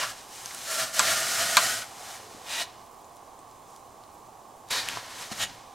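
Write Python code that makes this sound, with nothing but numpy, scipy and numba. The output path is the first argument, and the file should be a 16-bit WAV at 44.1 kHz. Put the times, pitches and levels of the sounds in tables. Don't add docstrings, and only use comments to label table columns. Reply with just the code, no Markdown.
import sys
import numpy as np
from scipy import signal
from scipy.fft import rfft, irfft, next_fast_len
from scipy.io import wavfile
from numba import njit

SR = 44100
rng = np.random.default_rng(int(sys.argv[2]) if len(sys.argv) > 2 else 0)


def generate_wav(sig):
    pcm = np.round(np.clip(np.atleast_2d(sig).T, -1, 1) * 32767).astype(np.int16)
    wavfile.write(sys.argv[1], SR, pcm)


N = 253134
T = np.arange(N) / SR

# time in seconds, level in dB, treble in dB.
BOILING = [(0, -50, -10), (.2, -48.5, -5.5), (.27, -55, -2), (.35, -47, -0.5), (.63, -45, -1),
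           (.9, -47.5, -4), (1.9, -54, -5.5), (2.348, -53.5, -4), (2.71, -53.5, -20), (2.9, -63, -11),
           (4.65, -65.5, -11.5), (4.72, -52, -14), (5.17, -45, -7), (5.74, -59, -16)]
# time of full strength, rise, hold and fall, all in seconds,
# then level, treble and rumble in dB.
GAS_SPURTS = [ (0, .02, 0.043, .035, -31.5, -9, -66), (0.062, .03, .045, 0.051, -41.5, -2, -60),
              (0.712, 0.13, 0.05, .15, -36, 1, -80), (0.794, 0.076, 0.037, 0.077, -31, -3, -57),
              (0.947, 0.036, .025, .05, -38, 3.5, -73), (.985, 0.044, 0.11, .1, -29.5, -5, -62),
              (1.104, 0.17, 0.036, 0.1, -29, -3, -52), (1.181, 0.17, 0.53, 0.13, -32.7, -1, -59.5),
              (1.408, 0.12, 0.0088, 0.11, -30.5, -4.5, -61), (1.593, 0.12, 0.058, 0.12, -32, -3.5, -58),
              (1.727, .08, 0.05, 0.088, -38.5, -1.5, -62), (1.782, .05, 0.04, 0.048, -39.5, -3.5, -64),
              (2.065, 0.41, 0.074, 0.19, -47, -1.5, -74), (2.522, 0.095, 0.068, 0.058, -36, -5.5, -76),
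              (2.598, 0.066, 0.024, 0.028, -33.5, -6.5, -76), (3.695, .05, 0.048, 0.14, -68, 6.5, -90),
              (4.708, 0.0082, .008, .05, -33.5, -1.5, -52), (4.728, 0.023, 0.053, 0.12, -31.5, -8.5, -61),
              (4.846, 0.1, .12, 0.11, -39, -17, -57), (5.22, 0.11, .005, 0.11, -41, -5.5, -60),
              (5.324, 0.025, 0.0026, 0.019, -35, -8.5, -58), (5.424, 0.1, 0.014, 0.025, -32, -5, -51.5),
              (5.486, 0.14, .02, 0.16, -47.5, -18, -52)]
# opening and closing time in seconds,
# then a list of resonances, each with frequency in Hz, bandwidth in Hz, boost in dB.
GAS_VENTS = [ (-.05, 0.14, [(615, 58, 13.5), (1170, 260, 9.5), (1650, 130, 7.5), (2790, 120, 6.5)]),
             (0.666, 1.843, [(667, 50, 15), (1020, 90, -4), (1230, 76, 8), (1415, 19, 14.5), (1800, 110, 6),
             (2930, 120, 2.5), (4540, 210, 2.5)]), (1.84, 2.219, [(746, 160, 16.5)]),
             (2.19, 2.457, [(414, 65, 22.5)]), (2.46, 2.708, [(680, 65, 11), (900, 63, 11), (1936, 53, 10),
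             (2480, 150, 7.5), (2870, 110, 7.5), (3700, 550, 5.5)]), (4.675, 4.836, [(2410, 80, 6),
             (3890, 310, 9.5), (4580, 120, 7.5)]), (4.68, 5.39, [(550, 330, 5), (970, 200, 7.5),
             (1810, 300, 3)]), (5.399, 5.475, [(710, 240, 9.5), (1880, 80, 11.5), (2910, 550, 11),
             (3700, 250, 4), (6900, 360, 9)])]
# frequency in Hz, relative spectral density in dB.
JET_SPECTRUM = [(40, -50), (110, -10.5), (240, -8), (360, -10), (560, -5.5), (900, -4.5), (1300, 0),
                (2300, -0.5), (4500, 1.5), (7500, 2.5), (10000, -2), (13000, -7), (16000, -16.5)]
RUMBLE_SPECTRUM = [(20, -22), (40, -2), (90, -16), (112, 3.5), (135, -10), (240, -9.5), (340, -14),
                   (700, -48)]
FAN_SPECTRUM = [(20, -10), (40, -8), (112, -4.5), (160, -7.5), (400, -3.5), (580, -3.5), (780, 4.5),
                (930, -0.5), (1110, 3), (1330, -13), (1800, -20), (4500, -26), (7000, -20), (16000, -30)]
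# start in seconds, level in dB, crack frequency in Hz,
# crack t60 in seconds, weight of the bright snap in dB, weight of the hollow and spray in dB.
POCKETS = [ (0.0315, -16.5, 5140, 0.0018, -3, -1.5), (0.033, -19, 1044, 0.022, -30, -20),
           (.4590, -22, 6460, 0.0061, 5, -9), (0.509, -31.5, 1930, 0.0082, -16, 5),
           (0.5476, -22, 9300, 0.0032, -2, -7), (0.9939, -1.5, 7870, 0.0033, -4, -0.5),
           (1.5697, 8, 3950, 0.0024, -5.5, -5.5), (2.2, -35, 777, 0.028, -37, -10.5),
           (2.348, -28.5, 336, 0.015, -30, -20), (3.0453, -39, 7000, 0.0032, -9, -20),
           (3.169, -45, 6000, .003, 9, -20), (3.3914, -38, 8300, 0.0033, -6, -17),
           (3.5126, -40, 7500, .003, -2, -20), (3.763, -43, 6500, 0.0035, 10.5, -20),
           (4.0375, -36.5, 4430, 0.003, -6, -16), (4.688, -38.5, 7000, 0.0032, 6, -18),
           (4.8875, -9, 2700, 0.0038, -3.5, -20), (4.9722, -9, 1070, 0.0039, -30, -33),
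           (5.3125, -29, 726, 0.02, -30, -16), (5.3159, -22.5, 230, 0.02, -40, -20)]
# frequency in Hz, relative level in dB, t60 in seconds.
HOLLOW_MODES = [(216, -17.5, 0.043), (620.4, -8.5, 0.16), (1030, 3, 0.054), (1161, 6, 0.065),
                (1404, 9.5, 0.038), (1607, 7.5, 0.035)]
# delay in seconds, level in dB.
REFLECTIONS = [(.0041, -23), (.0088, -23)]
# frequency in Hz, side over mid in dB.
HISS_SPREAD = [(100, -13), (650, -16), (1000, -32), (1400, -55), (4900, -52), (5700, -15), (9000, -10),
               (15000, -11)]
POP_SPREAD = [(200, -5), (700, -16), (1400, -34), (2500, -20), (5000, -20), (7000, -12), (15000, -8)]
FAN_SPREAD = [(50, -13), (130, -8), (700, -11), (1300, -10), (2000, -13), (3200, -20), (4800, -9),
              (6500, -4), (15000, -5)]
# frequency in Hz, left over right in dB.
FOAM_BALANCE = [(200, 2.5), (400, .3), (700, -3), (1050, 0), (15000, 0)]
FAN_BALANCE = [(200, 1.5), (400, -1), (750, -5), (1300, -7.5), (1900, 0)]

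SLOPE_DB = 20
BOILING_RUMBLE_DB = -23.5
GAS_GAIN_DB, GAS_FLICKER_DB = 3.0, 0.56
VENT_CREEP_PER_S = 0.075
BENCH_HZ, BENCH_WIDTH_HZ, BENCH_DB = 112.7, 5.0, -4
FAN_DB, HUM_HZ, HUM_DB, HUM_WAVER_DB = -50, 112, -73, 4
TOP_HZ = 15800


def undb(db):
    return 10 ** (np.asarray(db) / 20)


def unit(x):
    return x / np.sqrt(np.mean(x ** 2))


def colour(x, points, power=1):
    hz, db = np.transpose(points)
    size = next_fast_len(len(x) + 4096)
    bin_hz = np.maximum(np.arange(size // 2 + 1) * SR / size, 1)
    gain = undb(power * np.interp(np.log(bin_hz), np.log(hz), db))
    return irfft(rfft(x, size) * gain, size)[:N]


def band(x, low_hz, high_hz):
    return signal.sosfilt(signal.butter(3, [low_hz, high_hz], "band", fs=SR, output="sos"), x)


def walk(rate):
    steps = rng.standard_normal(8192)
    return np.sqrt(3 / 2) * np.interp(T * rate, np.arange(len(steps)), steps)


@njit
def resonate(x, hz, width_hz):
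    out = np.empty(len(x))
    band_state, low_state = 0., 0.
    for i in range(len(x)):
        tuning, damping = np.tan(np.pi * hz[i] / SR), width_hz / hz[i]
        passed = (band_state + tuning * (x[i] - low_state)) / (1 + tuning * (tuning + damping))
        band_state = 2 * passed - band_state
        low_state += 2 * tuning * passed
        out[i] = damping * passed
    return out


def ring(t, hz, t60):
    return np.sin(2 * np.pi * hz * t) * 1000 ** (-t / t60)


def add(track, start_s, sound):
    start = max(int(start_s * SR), 0)
    track[start:start + len(sound)] += sound[:N - start]


def clicks(rate, spread_db):
    size = undb(spread_db * np.minimum(rng.exponential(size=N), 5))
    return unit((rng.random(N) < rate / SR) * size * rng.choice([-1, 1], N))


def gas_flow():
    times, boil_db, boil_treble_db = np.transpose(BOILING)
    gas_power = undb(np.interp(T, times, boil_db)) ** 2
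    treble_power = gas_power * undb(np.interp(T, times, boil_treble_db)) ** 2
    shake_power = gas_power * undb(BOILING_RUMBLE_DB) ** 2
    for full, rise, hold, fall, level_db, treble_db, rumble_db in GAS_SPURTS:
        away = np.maximum(full - T, 0) / rise + np.maximum(T - full - hold, 0) / fall
        envelope = undb(-SLOPE_DB * np.minimum(away, 10))
        gas_power += (envelope * undb(level_db)) ** 2
        treble_power += (envelope * undb(level_db + treble_db)) ** 2
        shake_power += (envelope * undb(rumble_db)) ** 2
    return np.sqrt(gas_power), np.sqrt(treble_power / gas_power), np.sqrt(shake_power)


def hiss(strength, brightness):
    source = unit(rng.standard_normal(N) + undb(-2) * clicks(rate=5000, spread_db=1.5))
    jet = unit(colour(source, JET_SPECTRUM)) * strength * undb(GAS_GAIN_DB + GAS_FLICKER_DB * walk(70))
    treble = colour(jet, [(3000, -23.0), (5000, -8.5), (7500, -2)])
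    jet += (brightness - 1) * treble
    out = jet.copy()
    wobble = 0.0019 * walk(34)
    for opens, closes, resonances in GAS_VENTS:
        gate = np.clip(np.minimum(T - opens, closes - T) / 0.009 + .5, 0, 1)
        live = gate > 0
        creep = np.exp(VENT_CREEP_PER_S * (T[live] - (opens + closes) / 2) + wobble[live])
        for hz, width_hz, boost_db in resonances:
            resonance = resonate(jet[live], hz * creep, float(width_hz))
            out[live] += (undb(boost_db) - 1) * gate[live] * resonance
    return out


def rumble(shake):
    drone = resonate(rng.standard_normal(N), np.full(N, BENCH_HZ), BENCH_WIDTH_HZ)
    block = colour(rng.standard_normal(N), RUMBLE_SPECTRUM)
    return (unit(block) + undb(BENCH_DB) * unit(drone)) * shake


def fan():
    level = undb(FAN_DB + 0.048 * walk(4.9))
    mid, side = (unit(colour(rng.standard_normal(N), FAN_SPECTRUM)) * level for _ in range(2))
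    hum_phase = 2 * np.pi * HUM_HZ * T + 0.4 * walk(4.45)
    hum = np.sin(hum_phase) * undb(HUM_DB + HUM_WAVER_DB * walk(5.64))
    return stereo(mid, side, FAN_SPREAD, FAN_BALANCE) + hum


def crackle():
    spectrum = [(1000, -33), (4000, -16.0), (7500, 0.5), (15000, -4.5)]
    ticks = colour(clicks(rate=190, spread_db=2.5), spectrum)
    return undb(-66 + 1.8 * walk(8)) * ticks


def pops():
    out = np.zeros(N)
    t = np.arange(SR // 5) / SR
    hollow = sum(undb(db) * ring(t, hz, t60) for hz, db, t60 in HOLLOW_MODES)
    hollow *= 1 - np.exp(-t / 0.0025)
    hollow /= np.abs(hollow).max()
    snap = band(signal.unit_impulse(len(t)), 3140, 11400)
    snap /= np.abs(snap).max()
    for start, level_db, hz, t60, snap_db, hollow_db in POCKETS:
        crack = ring(t, hz, t60) * (1 - np.exp(-2 * hz * t))
        spray = band(rng.standard_normal(len(t)), 630, 6300) * np.exp(-t / 0.0091)
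        aftersound = undb(hollow_db - 11.5) * (hollow + undb(2.5) * spray)
        add(out, start, undb(level_db) * (crack + undb(snap_db) * snap + aftersound))
    return out


def room(x):
    t = np.arange(SR // 2) / SR
    tail = band(rng.standard_normal(len(t)), 105.0, 12900) * undb(-60 * t / 0.14)
    response = undb(-11.5) * tail / np.linalg.norm(tail)
    response[0] += 1
    for delay, db in REFLECTIONS:
        add(response, delay, undb([db]))
    return signal.fftconvolve(x, response)[:N]


def stereo(mid, side, spread, balance):
    side = colour(side, spread)
    return np.array([colour(mid, balance, .5) + side, colour(mid, balance, -.5) - side])


def scene():
    strength, brightness, shake = gas_flow()
    mid, side = (room(hiss(strength, brightness)) + rumble(shake) for _ in range(2))
    sizzle = stereo(mid, side, HISS_SPREAD, FOAM_BALANCE)
    cracks = room(pops() + crackle())
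    quadrature = signal.hilbert(cracks, next_fast_len(N))[:N].imag
    return sizzle + stereo(cracks, quadrature, POP_SPREAD, FOAM_BALANCE) + fan()


def record(dry):
    low_pass = signal.ellip(10, .1, 80, TOP_HZ, fs=SR, output="sos")
    return signal.sosfilt(low_pass, np.clip(dry, -1, 1))


dry = scene()
out = record(dry)
generate_wav(out)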